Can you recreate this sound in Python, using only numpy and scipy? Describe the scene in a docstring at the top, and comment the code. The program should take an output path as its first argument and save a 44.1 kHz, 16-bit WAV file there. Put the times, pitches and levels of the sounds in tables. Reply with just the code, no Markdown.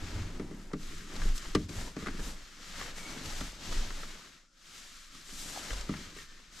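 """A small padded camper: someone sitting on a mattress pulls up a nylon sleeping bag and shakes it out.
The shell's swish and crinkle are coloured noise under bell-shaped sweeps, roughened by random creases.
Thick folds flop, bump and snap in short noise bursts; threads squeak and a puff of air pops as sines.
Each waft sets the cabin air swaying in deep noise, and bodies and knocks ring the bed's decaying tones."""
import sys
import numpy as np
from scipy import signal
from scipy.fft import rfft, irfft
from scipy.io import wavfile
from scipy.ndimage import uniform_filter1d

SR = 44100
rng = np.random.default_rng(int(sys.argv[2]) if len(sys.argv) > 2 else 0)


def master(y):
    """Save y as 16-bit WAV."""
    cut = np.clip(np.atleast_2d(y).T, -1, 1)
    pcm = np.round(cut * 32767)  # scale
    wavfile.write(sys.argv[1], SR, pcm.astype(np.int16))


N = 291060
TIME = np.arange(N) / SR   # seconds
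FREQ = np.maximum(np.fft.rfftfreq(N, 1 / SR), 1)   # Hz, kept above zero so its logarithm exists


def from_db(db):
    """Turn decibels into a gain."""
    return 10 ** (np.asarray(db) / 20)


def rms_one(x):
    """Scale a signal to unit power."""
    return x / np.sqrt(np.mean(x ** 2) + 1e-20)


def over_freq(points):
    """Read a table at every frequency, with straight lines over log frequency."""
    hz, value = np.transpose(points)
    return np.interp(np.log(FREQ), np.log(hz), value)


def colour(points):
    """Gain of a noise spectrum, falling steeply beyond both ends of its table."""
    low_edge = np.minimum(FREQ / points[0][0], 1) ** 3
    high_edge = np.minimum(points[-1][0] / FREQ, 1) ** 3
    return from_db(over_freq(points)) * low_edge * high_edge


def drift(rate_hz):
    """Slow random wandering with a spread of 1."""
    spectrum = rfft(rng.standard_normal(N))
    return rms_one(irfft(spectrum / (1 + (FREQ / rate_hz) ** 2), N))


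def hiss():
    """Two unrelated white noises."""
    return rng.standard_normal((2, N))


# how alike left and right are: pitch_hz, likeness (0 to 1)
EAR_LIKENESS = [(60, 0.99), (150, 0.99), (300, 0.95), (600, 0.72), (1200, 0.79), (2200, 0.63), (4000, 0.7),
                (8000, 0.78), (12000, 0.15)]
# how much louder left is than right: pitch_hz, left_minus_right_db
EAR_LEAN = [(60, 0), (200, 0.8), (380, 0.6), (700, 2.5), (1290, 1.5), (2380, 3.5), (4400, 1.5), (8120, 3.5),
            (15000, 8)]


def heard(pair, gain):
    """Colour two noises and mix them to left and right, most alike in the bass; their average has rms 1."""
    alike = np.clip(over_freq(EAR_LIKENESS), 0, .999)
    mid, side = rfft(pair) * gain
    sign = np.array([[1], [-1]])   # left, right
    mixed = np.sqrt(1 + alike) * mid + sign * np.sqrt(1 - alike) * side
    out = irfft(mixed * from_db(sign * over_freq(EAR_LEAN) / 2), N)
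    return out / np.std(out.mean(axis=0))


def bursts(times, levels_db, rise_s, t60):
    """Loudness curve of blows that swell quickly, then die away by 60 dB in t60 seconds."""
    out = np.zeros(N)
    age = TIME[:SR // 2]
    shape = (1 - np.exp(-age / rise_s)) * from_db(-60 * age / t60)
    for s, db in zip(times, levels_db):
        part = out[round(s * SR):][:len(age)]   # a view: adding to it adds to out
        part += from_db(db) * shape[:len(part)] / shape.max()
    return out


def ring(clicks, hz, t60):
    """A two-pole resonance: a unit click sets a dying sine of height 1 ringing."""
    radius = from_db(-60 / (t60 * SR))
    angle = 2 * np.pi * hz / SR
    tiny = 1e-18   # keeps the filter away from extremely small numbers
    return signal.lfilter([0, np.sin(angle)], [1, -2 * radius * np.cos(angle), radius ** 2], clicks + tiny)


def struck(times, levels_db, modes):
    """Blows ring a set of tones; levels_db has a row per tone, varied by about a decibel each blow."""
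    at = np.round(times * SR).astype(int)
    out = np.zeros(N)
    chance_db = rng.standard_normal((len(times), len(modes)))
    for k, (hz, db, t60) in enumerate(modes):
        clicks = np.zeros(N)
        clicks[at] = from_db(levels_db[k] + db + chance_db[:, k])
        out += (-1) ** (k // 2) * ring(clicks, hz, t60)   # the sign flips after every two tones
    return out


def softened(x, contact_s):
    """A padded contact spreads each blow in time."""
    soft = np.exp(-1 / (contact_s * SR))
    return signal.lfilter([1 - soft], [1, -soft], x)


def crinkle(per_s, spread_db, scatter_s, share):
    """Loudness curve of friction: steady sliding plus random buckling creases, smeared by near walls."""
    happens = rng.random(N) < per_s / SR
    sizes = from_db(spread_db * np.minimum(rng.exponential(1, N), 4)) * happens
    power = signal.lfilter([1], [1, -np.exp(-1 / (scatter_s * SR))], sizes ** 2 + 1e-18)
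    share = np.clip(share, 0, 1)   # part of the power that comes from creases
    return np.sqrt(1 - share + share * power / power.mean())


MOVEMENT_DROP_DB = 9.5   # how much quieter one swell time before the peak and one fade time after it


def movement(s, swell_s, fade_s):
    """Cloth or air gathers speed and slows again in a bell that peaks at 1."""
    since = TIME - s
    away = np.minimum(np.abs(since) / np.where(since < 0, swell_s, fade_s), 4)
    return from_db(-MOVEMENT_DROP_DB * away ** 2)


# tone of the cabin at rest: pitch_hz, level_db (per Hz, relative)
QUIET_CABIN_TONE = [(12, -38), (20, 14.5), (129, -23), (185, -5), (361, -19), (477, -29), (533, -11.5),
                    (931, -56), (1370, -6), (2610, -56), (2830, -34), (3850, -32), (5370, -15.5),
                    (7300, -21), (15500, -53)]


def still_air():
    """The cabin at rest is a very quiet, steady coloured noise."""
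    return from_db(-66.5) * heard(hiss(), colour(QUIET_CABIN_TONE))


# air pushed about as the bag billows and settles: peak_s, swell_and_fade_s, level_db
AIR_PUSHES = [(0.17, 0.44, -41.5), (0.9, 0.3, -42), (1.27, 0.099, -27.5), (1.52, 0.084, -39.5),
              (1.82, 0.075, -38.5), (2.22, 0.18, -37.5), (2.96, 0.4, -46.5), (3.4, 0.14, -40),
              (3.77, 0.094, -29.0), (3.93, 0.18, -38), (4.99, 0.38, -56), (5.41, 0.15, -46.5),
              (5.78, 0.12, -42), (6.08, 0.63, -54.0)]


def cabin_air(sway_hz, sharpness, flutter_db, flutter_growth, uneven_db):
    """The closed cabin answers each waft with a deep sway, alike at both ears, and with some flutter."""
    push_power = sum((from_db(db) * movement(s, length_s, length_s)) ** 2 for s, length_s, db in AIR_PUSHES)
    push = np.sqrt(push_power)
    response = 1 / (1 + 1j * sharpness * (FREQ / sway_hz - sway_hz / FREQ)) ** 2
    wave = signal.hilbert(irfft(rfft(rng.standard_normal(N)) * response, N))
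    # even out the resonant noise, so that the push sets its strength
    recent_power = uniform_filter1d(np.abs(wave) ** 2, size=SR // 16)
    sway = rms_one(wave.real / np.sqrt(recent_power))
    flutter_tone = colour([(26, -7), (40, -7), (60, -18), (110, -28.0)])   # Hz, dB per Hz
    flutter = heard(hiss(), flutter_tone).mean(axis=0)
    # the flutter's share grows with the push
    flutter_gain = from_db(flutter_db) * (push / push.max()) ** flutter_growth
    unevenness = from_db(uneven_db * drift(8))
    return push * unevenness * (sway + flutter_gain * flutter)


# weight shifting on the mattress: start_s, heave_db, boom_db (drive of the tones)
WEIGHT_SHIFTS = [(0.021, -56.5, -37), (0.1, -41, -41), (0.149, -49, -31), (0.195, -53, -33.5),
                 (0.239, -54, -48), (0.399, -54, -43), (1.139, -52, -49), (1.552, -34.5, -35),
                 (1.632, -52, -37), (1.76, -35, -35.5), (2.201, -34, -51), (3.251, -43.5, -41),
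                 (3.402, -35, -41.5), (3.668, -56, -43), (3.76, -56, -47), (3.86, -53, -42),
                 (5.712, -30, -42.5), (5.895, -45, -40)]
# mattress frame under load, the lowest is the heave, the others the boom: pitch_hz, level_db, t60_s
FRAME_TONES = [(44.3, 0.5, 0.53), (87.5, 1, 0.25), (110.7, -7, 0.42)]


def mattress(push_s):
    """A soft push of body weight sets the frame heaving and booming."""
    s, heave_db, boom_db = np.transpose(WEIGHT_SHIFTS)
    frame = struck(s, [heave_db, boom_db, boom_db], FRAME_TONES)
    return softened(softened(frame, push_s), push_s)


# knocks on the bed, before trims: start_s, deep_thud_db, upper_thud_db, clack_db, tick_db
BED_KNOCKS = [(0.396, -42, -43, -45, -57.5), (0.510, -49, -47, -57, -66), (0.733, -38.5, -42, -42.5, -52),
              (0.93, -60, -58.5, -69, -65), (1.252, -48, -52, -61, -63), (1.55, -31, -31, -29.5, -33.5),
              (1.965, -40.5, -44, -45.5, -53), (2.023, -56, -66, -50, -56), (3.409, -45.5, -57, -40.5, -46),
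              (5.147, -60, -74, -59.5, -61), (5.324, -55.5, -79, -63.5, -57), (5.891, -36, -43, -41.5, -52),
              (6.164, -61, -55.5, -61, -67)]
# bed platform and cabin: pitch_hz, level_db (relative), t60_s
PLATFORM_TONES = [(157, -4, 0.29), (184.6, -2.5, 0.25), (208.3, -3.5, 0.22), (256.5, -1, 0.19),
                  (301.5, 1, 0.19), (354, -1, 0.042), (409.6, 3, 0.1), (450, -5.5, 0.14), (618, -8.5, 0.11)]
# the board that takes the blow: pitch_hz, level_db (relative), t60_s
BOARD_TONES = [(1180, -1, 0.08), (1224, 0, 0.024), (1370, -4, 0.041), (1927, -2.5, 0.033)]
# scattered clack of a knock: pitch_hz, level_db (per Hz, relative)
CLACK_TONE = [(300, 7.5), (600, 4.5), (900, -1.5), (1230, 4.5), (1550, -1), (1950, 2.5), (2500, -6.5),
              (4000, -13.5)]
# hard edge of knocks, also used by the snaps: pitch_hz, level_db (per Hz, relative)
HARD_EDGE_TONE = [(1500, -22), (2700, 4), (4500, 6.5), (7500, 1), (9000, -7), (12000, -15), (15500, -38)]
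# dense low tones of the cabin: pitch_hz, level_db (per Hz, relative)
RUMBLE_TONE = [(70, 6), (120, 3), (170, -5), (260, -22.5), (340, 7.5), (450, 2), (650, -10), (900, -27)]


def knocks(contact_s, t60_clack, t60_tick):
    """A hard tick, a woody clack scattered by the walls, then the low tones of bed and cabin ring on."""
    s, deep_db, upper_db, clack_db, tick_db = np.transpose(BED_KNOCKS)
    # tones below 250 Hz follow the deep thud, those above 400 Hz the upper thud
    drive_db = []
    for hz, _, _ in PLATFORM_TONES:
        upper_part = np.interp(hz, [250, 400], [0, 1])
        drive_db.append(deep_db + upper_part * (upper_db - deep_db))
    thud = softened(struck(s + 0.00058, drive_db, PLATFORM_TONES), contact_s)
    board = struck(s + 0.00151, [clack_db] * len(BOARD_TONES), BOARD_TONES)
    clack = heard(hiss(), colour(CLACK_TONE)) * bursts(s, clack_db + .5, rise_s=0.0017, t60=t60_clack)
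    tick = heard(hiss(), colour(HARD_EDGE_TONE)) * bursts(s - .001, tick_db + 4.0, rise_s=0.00087, t60=t60_tick)
    # the cabin's dense tones rumble on behind the blow
    rumble_db = (deep_db + upper_db) / 2 - 6.5
    rumble = heard(hiss(), colour(RUMBLE_TONE)) * bursts(s + .002, rumble_db, rise_s=.004, t60=.17)
    lean_left = from_db([[.4], [-.4]])
    return (from_db(5.0) * thud + from_db(-1) * board) * lean_left + clack + tick + rumble


# threads catching and slipping in step: start_s, length_s, pitch_hz (wavers), level_db (flutters)
THREAD_SQUEAKS = [(2.91, 0.32, 2244, -56), (2.982, 0.045, 2270, -51), (3.042, 0.028, 2210, -49),
                  (3.25, 0.032, 1790, -51), (5.703, 0.0086, 3130, -39), (6.182, 0.037, 1830, -49),
                  (6.216, 0.18, 1800, -62)]


def squeaks(waver):
    """The weave zips briefly: a swelling sine whose pitch wavers with the pull."""
    out = np.zeros(N)
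    unsteady_time = np.cumsum(1 + waver * drift(114.0)) / SR
    for s, length_s, hz, db in THREAD_SQUEAKS:
        swell = np.sin(np.pi * np.clip((TIME - s) / length_s, 0, 1))
        out += from_db(db) * swell * np.sin(2 * np.pi * hz * unsteady_time)
    flutter = from_db(2.5 * drift(90))
    lean_left = from_db([[1.3], [-1.3]])
    return out * flutter * lean_left


# a pocket of air pops out of the quilting: start_s, level_db (envelope peak), pitch_hz
AIR_POPS = [(5.561, -38, 820), (5.574, -32.5, 765)]


def puffs():
    """Trapped air escapes with a hollow pop: a few cycles of a sine."""
    out = np.zeros(N)
    for s, db, hz in AIR_POPS:
        out += bursts([s], [db], rise_s=.002, t60=0.014) * np.sin(2 * np.pi * hz * (TIME - s))
    return out


# folds that snap taut, before trims: start_s, flap_db, crack_db
FOLD_SNAPS = [(0.715, -49.5, -74), (1.154, -48, -52), (1.162, -51, -48), (1.217, -38, -54),
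              (1.378, -57, -42), (1.452, -46.5, -61), (1.691, -51, -50.5), (1.786, -45, -59),
              (1.810, -46, -62), (2.060, -40, -55), (2.069, -35.5, -50), (2.083, -39, -63),
              (2.193, -43, -59), (2.811, -39.5, -56), (2.98, -45, -49), (3.257, -52, -44),
              (3.301, -51, -46), (3.724, -40.5, -46), (3.904, -42.5, -60), (4.032, -43, -58),
              (5.289, -50.5, -57), (5.705, -37.5, -50), (5.73, -48, -44), (5.81, -46, -45.5),
              (5.938, -40.5, -56)]
# papery flap of a fold: pitch_hz, level_db (per Hz, relative)
FLAP_TONE = [(350, 2), (700, -5), (1000, -1), (1300, 2), (2000, 0), (2600, -10), (4000, -15.5)]


def snaps():
    """A fold pulled taut gives a short papery flap with a hard, bright edge."""
    s, flap_db, crack_db = np.transpose(FOLD_SNAPS)
    flap = heard(hiss(), colour(FLAP_TONE)) * bursts(s, flap_db - 0.5, rise_s=0.00078, t60=0.05)
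    crack = heard(hiss(), colour(HARD_EDGE_TONE)) * bursts(s, crack_db + 2.5, rise_s=0.0006, t60=0.04)
    return flap + crack


# soft dull bumps of a limb under the covers: start_s, level_db
LIMB_BUMPS = [(0.509, -45), (0.998, -48.5), (2.024, -41), (2.067, -41), (2.086, -44), (2.142, -44),
              (2.189, -41), (2.269, -46), (3.167, -45), (3.669, -54)]
# thick bedding: pitch_hz, level_db (per Hz, relative)
BEDDING_TONE = [(65, 2), (88, -2), (120, -4), (165, 3), (230, 0.5), (300, 0), (400, -6), (480, -15.5),
                (600, -33.5)]
# scuffing hand: pitch_hz, level_db (per Hz, relative)
SCUFF_TONE = [(430, 1), (500, 3.5), (600, 3), (750, 1), (880, 1.5), (1020, 1.5), (1150, -15)]


def folds(flop_gain, scuff_gain):
    """Padded cloth flops in dull, uneven lumps, bumps over moving limbs and scuffs where it is pressed."""
    lumps = from_db(-0.5) * flop_gain * crinkle(per_s=120, spread_db=3.0, scatter_s=0.0053, share=0.26)
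    bumps = bursts(*np.transpose(LIMB_BUMPS), rise_s=.003, t60=0.11)
    flop = heard(hiss(), colour(BEDDING_TONE)) * np.hypot(lumps, bumps)   # the two add in power
    grain = crinkle(per_s=92, spread_db=3.5, scatter_s=0.0059, share=0.33)
    scuff = heard(hiss(), colour(SCUFF_TONE)) * grain
    return flop + from_db(-0.22) * scuff_gain * scuff


def near_walls(first_s, last_s, echo_db, count=40):
    """Early echoes off roof and windows leave a fixed fine ripple on the rustle's spectrum."""
    lags = rng.uniform(first_s, last_s, count)
    echoes = np.zeros(N)
    echoes[np.round(lags * SR).astype(int)] = from_db(echo_db) * rng.choice([-1, 1], count) / np.sqrt(count)
    return np.abs(1 + rfft(echoes))


# each pull or shake of the bag, before trims: peak_s, swell_s, fade_s, swish_db,
# then relative to the swish: sheen_db, rasp_db, flop_db (folds), scuff_db (hand)
BAG_SWEEPS = [(0.049, 0.11, 0.18, -50, -14.5, -0.5, 2.5, -6.5),
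              (0.158, 0.094, 0.222, -51.5, -14.5, -0.5, 3.5, -4.5),
              (0.434, 0.22, 0.18, -61.5, -9, 1.5, 14.5, 1), (0.577, 0.081, 0.255, -61.5, -9, 1, 8, -3),
              (0.836, 0.07, 0.144, -52.5, -11.5, -5, -5, -14.5),
              (0.948, 0.11, 0.2, -52.0, -11.5, -1.5, 0.5, -17),
              (1.147, 0.063, 0.12, -49.5, -12.0, -0.5, 1.5, -5.5),
              (1.262, 0.091, 0.096, -47.5, -11, -3, -1, -9.5),
              (1.367, 0.024, 0.029, -49.5, -2.5, -1.5, -11, -27),
              (1.454, 0.11, 0.16, -49.0, -12.5, -3, -4.5, -11.5),
              (1.625, 0.074, 0.053, -54.5, -12, -7, 8, -11.0), (1.693, 0.0086, 0.049, -52, -9, -3.5, 9, -5),
              (1.794, 0.08, 0.13, -46.5, -9, -3, -1, -6), (2.009, 0.054, 0.34, -51, -13.5, 0.0, 1, -9),
              (2.271, 0.089, 0.089, -49, -6.5, -4, -3, -6.5),
              (2.459, 0.221, 0.2, -56.0, -13.5, -2.5, -10.5, -14.5),
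              (2.7, 0.16, 0.17, -49.5, -13.5, -4, -8, -14.5),
              (2.82, 0.083, 0.12, -45, -12.5, -1, -6.0, -9.5),
              (2.988, 0.054, 0.104, -48.5, -9, -3, -6, -8.5),
              (3.115, 0.08, 0.19, -47.0, -12.5, -2.5, -1, -6.5),
              (3.264, 0.041, 0.19, -45, -10.5, -5.0, -6, -8.5),
              (3.395, 0.068, 0.16, -46.0, -11, -4.0, -11, -12.5),
              (3.73, 0.15, 0.16, -43.0, -14, -6, -3.5, -10.0),
              (3.953, 0.2, 0.32, -49.5, -12.5, -3, -4.5, -10),
              (4.266, 0.26, 0.14, -56, -14, -3.5, -12, -23),
              (4.776, 0.17, 0.25, -52.0, -11.5, -6, -13.5, -17),
              (4.995, 0.1, 0.14, -55, -11.0, -4.5, -19, -25), (5.16, 0.061, 0.1, -52, -13, -4.5, -9, -23.5),
              (5.45, 0.2, 0.27, -47, -6.0, -9, -13.5, -21), (5.733, 0.35, 0.15, -45.5, -12.5, -3.5, -7, -8),
              (5.977, 0.13, 0.17, -48.5, -14.5, -2.5, -1.5, -12.5),
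              (6.202, 0.082, 0.069, -51, -11.5, -3.5, -7.5, -18),
              (6.33, 0.085, 0.24, -57.0, -16, -3.5, -7.5, -16),
              (6.609, 0.09, 0.08, -49.5, -11.5, -6.0, -14.5, -16.5)]
SHEEN_POWER = 1.26   # the sheen grows faster with speed than the swish, so it keeps to the middle of a sweep


def sweeping():
    """Gains of swish, sheen, rasp, flop and scuff as the bag moves; overlapping sweeps add in power."""
    speeds = np.array([movement(s, swell_s, fade_s) for s, swell_s, fade_s, *_ in BAG_SWEEPS])
    swish, *others = from_db(np.transpose(BAG_SWEEPS)[3:])
    sheen, rasp, flop, scuff = swish * others
    laws = [(swish, 1), (sheen, SHEEN_POWER), (rasp, 1), (flop, 1), (scuff, 1)]
    return [np.sqrt(gain ** 2 @ speeds ** (2 * power)) for gain, power in laws]


# nylon shell: pitch_hz, level_db (per Hz, relative)
SHELL_TONE = [(950, -17.5), (1080, -3.5), (1230, 0), (1490, -0.5), (2100, -1), (2600, -2.5), (3000, -1),
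              (4000, -1), (6000, -3.5), (7600, -8.5), (8300, -16), (10000, -34)]
# sheen of the shell's fast strokes: pitch_hz, level_db (per Hz, relative)
SHEEN_TONE = [(4500, -1.5), (5900, 1.5), (7600, 4), (8200, -0.5), (9300, -1), (10200, -6.5), (11000, -6.5),
              (11900, -2.5), (13000, -13.5), (14200, -17.5), (15500, -38)]


def nylon(swish_gain, sheen_gain, rasp_gain):
    """Threads rub and creases buckle; pressure brings out the low rasp, speed the high sheen."""
    grain = crinkle(per_s=790, spread_db=1.0, scatter_s=0.0015, share=0.15) * from_db(0.68 * drift(21))
    rasp_grain = crinkle(per_s=88, spread_db=0.5, scatter_s=0.003, share=0.18)
    below = 1 / (1 + (FREQ / 2500) ** 8)   # splits the shell's power: rasp below 2500 Hz, swish above
    walls = near_walls(first_s=.002, last_s=.02, echo_db=-15.5)
    rasp = heard(hiss(), colour(SHELL_TONE) * walls * np.sqrt(below)) * rasp_grain
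    swish = heard(hiss(), colour(SHELL_TONE) * walls * np.sqrt(1 - below))
    sheen = heard(hiss(), colour(SHEEN_TONE) * walls)
    rustle = from_db(-2.5) * swish_gain * swish
    rustle += from_db(-1.1) * rasp_gain * rasp
    rustle += from_db(5.0) * sheen_gain * sheen
    return grain * rustle


def scene():
    """Bedding, bed and swaying cabin air over a very quiet floor."""
    swish, sheen, rasp, flop, scuff = sweeping()
    air = still_air() + cabin_air(sway_hz=18.4, sharpness=2.8, flutter_db=-10, flutter_growth=0.21, uneven_db=1.5)
    bed = mattress(push_s=0.00079) + knocks(contact_s=0.00025, t60_clack=0.063, t60_tick=0.033)
    bedding = squeaks(waver=0.0092) + puffs() + snaps() + folds(flop, scuff) + nylon(swish, sheen, rasp)
    return air + bed + bedding


CUTOFF_HZ = 15600


def record(dry):
    """A steep low-pass filter cuts the top of the treble."""
    low_pass = signal.ellip(12, .1, 80, CUTOFF_HZ, fs=SR, output="sos")   # 0.1 dB ripple, 80 dB cut
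    return signal.sosfilt(low_pass, dry)


dry = scene()
out = record(dry)
master(out)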